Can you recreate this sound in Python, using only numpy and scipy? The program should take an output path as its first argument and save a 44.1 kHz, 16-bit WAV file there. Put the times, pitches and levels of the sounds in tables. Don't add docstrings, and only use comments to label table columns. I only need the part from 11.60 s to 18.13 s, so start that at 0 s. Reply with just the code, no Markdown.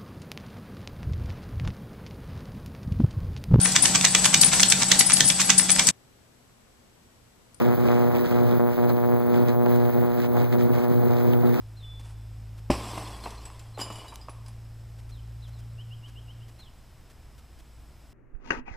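import sys
import numpy as np
from scipy import signal
from scipy.fft import rfft, irfft
from scipy.io import wavfile
from scipy.ndimage import uniform_filter1d

SR = 44100
rng = np.random.default_rng(int(sys.argv[2]) if len(sys.argv) > 2 else 0)


def file_out(sig):
    cols = np.atleast_2d(sig).T
    lim = np.clip(cols, -1, 1)
    pcm = np.round(lim * 32767).astype(np.int16)
    wavfile.write(sys.argv[1], SR, pcm)


N = 287973
TIME = np.arange(N) / SR
RING = TIME[:SR // 2]


def amp(db):
    return 10 ** (np.asarray(db) / 20)


def unit(x):
    return x / np.sqrt(np.mean(x ** 2) + 1e-20)


def read(points, hz):
    f, value = np.transpose(points)
    return np.interp(np.log(hz + 1), np.log(f + 1), value)


def add(mix, s, sound):
    part = mix[max(round(s * SR), 0):][:len(sound)]
    part += sound[:len(part)]


def noise(spectrum, size=len(RING)):
    gain = amp(read(spectrum, np.fft.rfftfreq(size, 1 / SR)))
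    return unit(irfft(rfft(rng.standard_normal(size)) * gain, size))


def colour(x, spectrum, size=2048):
    db = np.maximum(read(spectrum, abs(np.fft.fftfreq(size, 1 / SR))), -100)
    minimum_phase = np.exp(np.conj(signal.hilbert(np.log(amp(db)))))
    response = np.fft.ifft(minimum_phase).real
    return signal.oaconvolve(x, response[:size // 2])[:len(x)]


def decay(t60):
    return amp(-60 * RING / t60)


def ring(modes):
    return sum(amp(db) * decay(t60) * np.sin(2 * np.pi * hz * RING) for hz, db, t60 in modes)


def impacts(per_s, spread_db):
    size = amp(spread_db * np.minimum(rng.exponential(1, N), 3))
    return size * rng.choice([-1, 1], N) * (rng.random(N) < per_s / SR)


# frequency in Hz, relative level in dB.
AIR_SPECTRUM = [(82, -3), (140, -8.5), (200, -7.5), (229, -4.5), (263, -7.5), (296, -7.5), (447, -13),
                (677, -12), (2080, -20), (2480, -20.5), (3270, -22), (5250, -27), (7780, -27.5),
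                (14300, -31), (15500, -36)]
# frequency in Hz, relative level in dB.
RUMBLE_SPECTRUM = [(12, -4.5), (22, 0), (31, -1), (42, -4), (55, -17.5), (72, -0.5), (100, -10),
                   (130, -7.5), (180, -19.5), (400, -75)]
# centre in Hz, width in Hz, level in dB.
WHINES = [(5156, 700, -73.5), (7855, 130, -78.5), (11700, 50, -92)]

def outdoor_air(air_db=-58.5, rumble_db=-53.5):
    out = amp(air_db) * noise(AIR_SPECTRUM, N) + amp(rumble_db) * noise(RUMBLE_SPECTRUM, N)
    f = np.fft.rfftfreq(N, 1 / SR)
    for hz, width, db in WHINES:
        band = 1 / (1 + (2 * (f - hz) / width) ** 2)
        out += amp(db) * unit(irfft(rfft(rng.standard_normal(N)) * band, N))
    return out


# time in seconds, fourth order in Hz.
ENGINE_PITCH = [(1.05, 108.3), (1.15, 111.0), (2.51, 110.9), (2.57, 112.3), (3.57, 112.4), (3.81, 113.8)]
# time in seconds, level in dB.
HUM_LEVEL = [(0, -44), (.85, -42), (1.47, -42.5), (1.55, -49.5), (1.87, -50.5), (2.12, -44), (2.36, -43),
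             (2.44, -54), (2.68, -53), (2.75, -43.5), (3.45, -44), (4.05, -41), (4.33, -41), (4.48, -46.5),
             (4.86, -44.5), (5.1, -63), (6.5, -70)]
# time in seconds, level in dB.
THROB_LEVEL = [(0, -48), (1.3, -44.5), (1.96, -47.5), (2.14, -64), (2.25, -49), (2.4, -56), (2.55, -48),
               (3.1, -49.5), (3.7, -44), (4.1, -47), (4.33, -56), (4.6, -50), (5.5, -64), (5.65, -51.5),
               (6.5, -53.5)]

def engine(waver_db=1.5, waver_s=.12):
    hz, hum_db, throb_db = (np.interp(TIME, *np.transpose(curve))
                            for curve in (ENGINE_PITCH, HUM_LEVEL, THROB_LEVEL))
    throb_db += waver_db * np.interp(TIME / waver_s, np.arange(SR), rng.standard_normal(SR))
    turns = np.cumsum(hz) / (4 * SR)
    orders = [(2, throb_db), (3, hum_db - 17), (4, hum_db), (6, hum_db - 25), (8, hum_db - 29)]
    return sum(np.sqrt(2) * amp(db) * np.sin(2 * np.pi * (order * turns + rng.random()))
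               for order, db in orders)


def bird_note(hz, db, burr, taper):
    flutter = unit(uniform_filter1d(rng.standard_normal(len(RING)), size=120))[:len(hz)]
    turns = np.cumsum(hz * (1 + burr * flutter)) / SR
    return amp(db) * np.sqrt(2) * np.sin(2 * np.pi * turns) * signal.windows.tukey(len(hz), taper)


# start in seconds, length in seconds, level in dB.
BIRD_CHIPS = [(0.159, 0.11, -59.5), (2.132, .115, -58.5), (3.509, .1, -60), (3.818, .06, -57),
              (3.919, .125, -66.5), (4.98, 0.12, -57)]

def bird_chips(top_hz=4350, end_hz=2860, fade_db=8.5):
    out = np.zeros(N)
    for s, length, db in BIRD_CHIPS:
        t = TIME[:int(length * SR)]
        slide = 1 - np.exp(-(t / (.6 * length)) ** 2)
        scoop_hz = 1200 * np.exp(-t / .006)
        hz = top_hz + (end_hz - top_hz) * slide - scoop_hz
        break_db = 12 * np.exp(-((slide - .6) / .053) ** 2)
        level_db = db - fade_db * slide ** 2 - break_db
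        add(out, s, bird_note(hz, level_db, burr=.009 * (1 + 6 * slide ** 2), taper=.3))
    return out


def bird_whistle(start_s=.217, length_s=.2, held_hz=3477, db=-50.5, sag_db=7):
    out, t = np.zeros(N), TIME[:int(length_s * SR)]
    hz = held_hz + 128 * np.exp(-t / .0193)
    add(out, start_s, bird_note(hz, db - sag_db * (t / length_s) ** 2, burr=.002, taper=.24))
    return out


# time in seconds, level in dB.
RUSTLE_LEVEL = [(.385, -81), (.398, -54.5), (.425, -68), (.455, -55), (.475, -61), (.505, -56.5),
                (.55, -71)]
# frequency in Hz, relative level in dB.
LEAF_SPECTRUM = [(300, -10), (900, 9.5), (1600, -2), (3000, -1.5), (6500, -8), (8300, -4), (10300, -6),
                 (11500, -14), (15000, -30)]

def rustle():
    s, db = np.transpose(RUSTLE_LEVEL)
    crackle = unit(colour(impacts(per_s=4600, spread_db=2.5), LEAF_SPECTRUM))
    return crackle * amp(np.interp(TIME, s, db)) * (TIME > s[0]) * (TIME < s[-1])


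PUFF_STARTS = [.393, .975, 3.383, 3.49, 3.875, 3.986, 4.478, 4.88, 4.988, 5.497, 5.777, 5.987]
# frequency in Hz, relative level in dB.
PUFF_SPECTRUM = [(300, 9.5), (1000, 2), (2000, 1.5), (5000, -1.5), (10000, -6), (15000, -12)]

def puffs(length_s=.0246, db=-58):
    out, size = np.zeros(N), int(length_s * SR)
    for s in PUFF_STARTS:
        add(out, s, amp(db) * noise(PUFF_SPECTRUM)[:size] * signal.windows.tukey(size, .3))
    return out


SMASH_S = 1.1003
# frequency in Hz, relative level in dB,
# time to fall 60 dB (t60) in seconds.
PANE_MODES = [(60, -23.5, 0.28), (136, -19.5, 0.064), (211, -9.5, 0.026), (250, -11, 0.052),
              (337, -17.5, 0.1), (533, -15, 0.014), (590, -12, 0.04), (790, -30, 0.17), (830, -13, 0.027),
              (1000, -20.5, 0.053), (1062, -31, 0.063), (2250, -30, 0.031), (2540, -29.5, 0.052),
              (5050, -37, 0.051)]
# frequency in Hz, relative level in dB.
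CRACK_SPECTRUM = [(760, -33), (1300, -10), (1680, -4.5), (2470, -2), (2690, -0.5), (4240, -10),
                  (5160, -2.5), (6620, -18), (8150, -6.5), (9230, -18), (10000, -13), (10900, -24),
                  (15500, -27)]
# frequency in Hz, relative level in dB.
FRAME_SPECTRUM = [(100, -6.5), (170, -19), (193, 12.5), (248, 2.5), (297, 10.5), (333, 6.5), (538, 3.5),
                  (654, 6.5), (952, 7), (1030, 11.5), (1520, -11), (2170, -9), (2600, -6.5), (3380, -27),
                  (5720, -120)]

def smash(pane_gain_db=1, crack_db=-31, rattle_db=-29, contact_s=.002, lag_s=.0025):
    out = np.zeros(N)
    add(out, SMASH_S, -amp(pane_gain_db) * ring(PANE_MODES) * np.minimum(RING / contact_s, 1))
    add(out, SMASH_S + lag_s, amp(crack_db) * noise(CRACK_SPECTRUM) * decay(t60=.22))
    add(out, SMASH_S + lag_s, amp(rattle_db) * noise(FRAME_SPECTRUM) * decay(t60=.18))
    return out


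# start in seconds, relative splinter level in dB,
# relative clatter level in dB, hold in seconds, fade in dB per second.
GLASS_SPILLS = [(1.099, -44.5, -41.5, 0.29, 36.5), (1.621, -49.5, -46.5, 0.036, 84),
                (1.813, -57, -55, .06, 36), (2.185, -43.5, -62, 0.032, 300),
                (2.196, -53.5, -49.5, 0.19, 45), (2.845, -70, -58, 0.028, 130)]

def spill_level(dull=False, rise_s=.0082):
    power = np.zeros(N)
    for s, fine_db, dull_db, hold, fade in GLASS_SPILLS:
        age = TIME - s
        db = (dull_db if dull else fine_db) - fade * np.maximum(age - hold, 0)
        power += (np.clip(age / rise_s, 0, 1) * amp(db)) ** 2
    return np.sqrt(power)


# frequency in Hz, relative level in dB.
SPLINTER_SPECTRUM = [(880, -27), (1500, 0), (2170, -5.5), (2800, -2), (3030, -2), (3410, -0.5), (3720, -6),
                     (5140, -1), (6820, -12.5), (7900, -1.5), (9140, -11), (10200, -6), (10900, -15.5),
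                     (12100, -12.5), (15500, -19.5)]

def shower(splinter_gain_db=-1.4, clatter_gain_db=.04, grit_share=1.15, count=200):
    hits = impacts(per_s=2200, spread_db=2.5)
    piece = rng.integers(0, count, N)
    pitches = np.linspace(1800, 14500, count) * rng.uniform(1.0, 1.02, count)
    tones = [ring([(hz, 0, .06 * np.sqrt(5000 / hz))])[:SR // 8] for hz in pitches]
    tinkle = np.zeros(N)
    for at in np.flatnonzero(hits):
        add(tinkle, at / SR, hits[at] * tones[piece[at]])
    grit = impacts(per_s=6000, spread_db=2)
    fine = unit(colour(unit(tinkle) + grit_share * unit(grit), SPLINTER_SPECTRUM))
    clatter = unit(colour(impacts(per_s=960, spread_db=1.5), FRAME_SPECTRUM))
    return (amp(splinter_gain_db) * fine * spill_level()
            + amp(clatter_gain_db) * clatter * spill_level(dull=True))


# start in seconds, level in dB, t60 in seconds.
HEAVY_LANDINGS = [(1.136, -31.5, 0.065), (1.376, -32, .055), (1.639, -38, 0.031), (1.6585, -29.5, .06),
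                  (1.673, -37.5, 0.044), (1.902, -46, 0.027), (2.175, -35, 0.077), (2.192, -33.5, .09),
                  (2.214, -31, 0.043), (2.261, -41, 0.11), (2.302, -32, 0.053), (2.445, -40, 0.087),
                  (2.522, -43.5, 0.12), (2.685, -35.5, 0.048), (2.693, -38, 0.026)]

def knocks(heavy_db=-35, heavy_low_hz=200, db_per_octave=3.5):
    out = np.zeros(N)
    for s, db, t60 in HEAVY_LANDINGS:
        low_hz = min(heavy_low_hz * 2 ** ((heavy_db - db) / db_per_octave), 780)
        low_cut = signal.butter(3, low_hz, "high", fs=SR, output="sos")
        body = unit(signal.sosfilt(low_cut, noise(FRAME_SPECTRUM)))
        add(out, s, amp(db) * body * decay(t60))
    return out


def stray_shards(per_s=16, low_hz=2600, high_hz=10500, t60=.13, bright_db=-2, count=64):
    level_db = 20 * np.log10(spill_level() + 1e-9) - 5.5
    jitter, height = rng.random((count, 2)).T
    times = SMASH_S + (np.arange(count) + jitter) / per_s
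    pitches = low_hz * (high_hz / low_hz) ** height
    return [(s, hz, np.interp(s, TIME, level_db), t60, bright_db)
            for s, hz in zip(times, pitches) if s < GLASS_SPILLS[-1][0]]


# start in seconds, main mode in Hz, # level in dB, t60
# in seconds, gain of the other modes and the scrape in dB.
SHARD_LANDINGS = [(1.252, 7622, -46, 0.16, -12), (1.377, 2067, -40.5, 0.044, 0),
                  (1.473, 3488, -45, .089, -5), (1.532, 3359, -47.5, 0.11, -16),
                  (1.638, 4220, -41, 0.094, -3), (1.704, 6115, -48.5, .063, 6),
                  (1.777, 4177, -49.5, 0.14, -18), (1.853, 7838, -36.5, 0.063, -7),
                  (1.993, 7278, -48.5, .039, 2), (2.214, 4952, -27, 0.086, -14),
                  (2.356, 2971, -49, .2, -16), (2.392, 2930, -47, 0.22, -20),
                  (2.478, 3890, -52.5, 0.28, -8), (2.612, 4952, -47.5, .13, -7),
                  (2.694, 10034, -49, 0.16, -2.5), (2.861, 4995, -49.5, .052, -0.5),
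                  (2.881, 9905, -51.5, .074, 2)]

def clinks(mode_db=-13, scrape_db=-4, rise_s=.0015):
    out = np.zeros(N)
    for s, hz, db, t60, bright_db in SHARD_LANDINGS + stray_shards():
        others = ring([(f, mode_db, t60 / 2) for f in rng.uniform(3600, 11000, 8)])
        scrape = amp(scrape_db) * noise(SPLINTER_SPECTRUM) * decay(t60=.094)
        sound = ring([(hz, 0, t60)]) + amp(bright_db) * (others + scrape)
        add(out, s, amp(db) * sound * np.minimum(RING / rise_s, 1))
    return out


# frequency in Hz, relative level in dB, t60 in seconds.
LARGE_SHARD_MODES = [(2340, -15.5, 0.2), (2945, -10.5, 0.19), (3056, -19, 0.3), (3750, -26, 0.2),
                     (4840, -8, 0.16), (5225, -18, 0.13), (6660, -18, .1), (7240, -8, 0.12),
                     (7500, -13, .1), (8420, -26, 0.12), (8870, -19, 0.32), (9970, -14, 0.23),
                     (10600, -18.5, 0.21), (12600, -15, .07)]
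# start in seconds, gain in dB.
TUMBLE_BLOWS = [(2.182, -45), (2.199, -35), (2.207, -34.5), (2.2124, -35.5), (2.301, -45), (2.324, -43),
                (2.356, -43.5), (2.384, -46.5), (2.462, -53.5), (2.481, -45), (2.539, -49)]

def large_shard(detune=.012, uneven_db=3, scrape_db=-6, rise_s=.001):
    out, top_hz = np.zeros(N), LARGE_SHARD_MODES[-1][0]
    for s, db in TUMBLE_BLOWS:
        chance = np.clip(rng.standard_normal((len(LARGE_SHARD_MODES), 2)), -1.5, 1.5)
        modes = [(hz * (1 + detune * shift * hz / top_hz), level + uneven_db * weight, t60)
                 for (hz, level, t60), (shift, weight) in zip(LARGE_SHARD_MODES, chance)]
        scrape = amp(scrape_db) * noise(SPLINTER_SPECTRUM) * decay(t60=.045)
        add(out, s, amp(db) * (ring(modes) + scrape) * np.minimum(RING / rise_s, 1))
    return out


def tick(start_s=2.558, db=-32):
    out = np.zeros(N)
    add(out, start_s, amp(db) * noise([(1000, -20), (4500, 0), (15000, -5)]) * decay(t60=.005))
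    return out


def bird_run(start_s=4.175, step_s=.1245, note_s=.055, low_hz=2680, high_hz=3385, db=-56.5, count=6):
    out = np.zeros(N)
    hz = low_hz + (high_hz - low_hz) * np.linspace(0, 1, int(note_s * SR)) ** 1.31
    for k in range(count):
        tire_db = 9 * (k / (count - 1)) ** 5
        add(out, start_s + k * step_s, bird_note(hz, db - tire_db, burr=.009, taper=.6))
    return out


def foliage(x, t60, delay_s=0):
    tail = rng.standard_normal(SR) * amp(-60 * TIME[:SR] / t60) * (TIME[:SR] >= delay_s)
    return signal.fftconvolve(x, tail / np.linalg.norm(tail))[:N]


def birds_in_trees(leaves_db=-7, far_trees_db=-17):
    hidden = bird_chips() + bird_run()
    song = hidden + amp(leaves_db) * foliage(hidden, t60=.13) + bird_whistle()
    return song + amp(far_trees_db) * foliage(song, t60=1.3, delay_s=.12)


# frequency in Hz, t60 in seconds.
YARD_DECAY = [(100, .4), (1000, .6), (4000, .48), (10000, .26)]

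def yard(x, gap_s=.0084, echoes_per_s=2000):
    taps = rng.choice([-1., 1.], SR) * (rng.random(SR) < echoes_per_s / SR) * (TIME[:SR] > gap_s)
    hz, t, bands = signal.stft(taps, SR, nperseg=256)
    fade = amp(-60 * t / read(YARD_DECAY, hz)[:, None])
    tail = signal.istft(bands * fade, SR, nperseg=256)[1]
    return signal.fftconvolve(x, tail / np.linalg.norm(tail))[:N]


# frequency in Hz, relative level in dB.
SIDE_SPECTRUM = [(12, 29), (35, 39.5), (85, 16), (150, -13), (600, 2.5), (1200, -15.5), (2200, -7),
                 (4000, -3), (9000, -0.5), (13800, -2.5), (15500, -21)]

def scene(smash_wet_db=-16, glass_wet_db=-11, bird_wet_db=-13, side_noise_db=-64, side_echo_db=-41):
    crash = smash()
    glass = knocks() + clinks() + large_shard()
    song = birds_in_trees()
    echo = yard(amp(smash_wet_db) * crash + amp(glass_wet_db) * glass + amp(bird_wet_db) * song)
    mid = crash + glass + shower() + song + echo + rustle() + engine() + outdoor_air() + puffs() + tick()
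    side = amp(side_noise_db) * noise(SIDE_SPECTRUM, N) + amp(side_echo_db) * yard(mid)
    return np.array([mid + side, mid - side])


def record(dry, ceiling=.45, edge_hz=15300):
    rounded = ceiling * np.tanh(dry / ceiling)
    low_pass = signal.firwin(511, edge_hz, window=("kaiser", 9), fs=SR)
    return signal.oaconvolve(rounded, low_pass[None], "same")


dry = scene()
out = record(dry)
file_out(out)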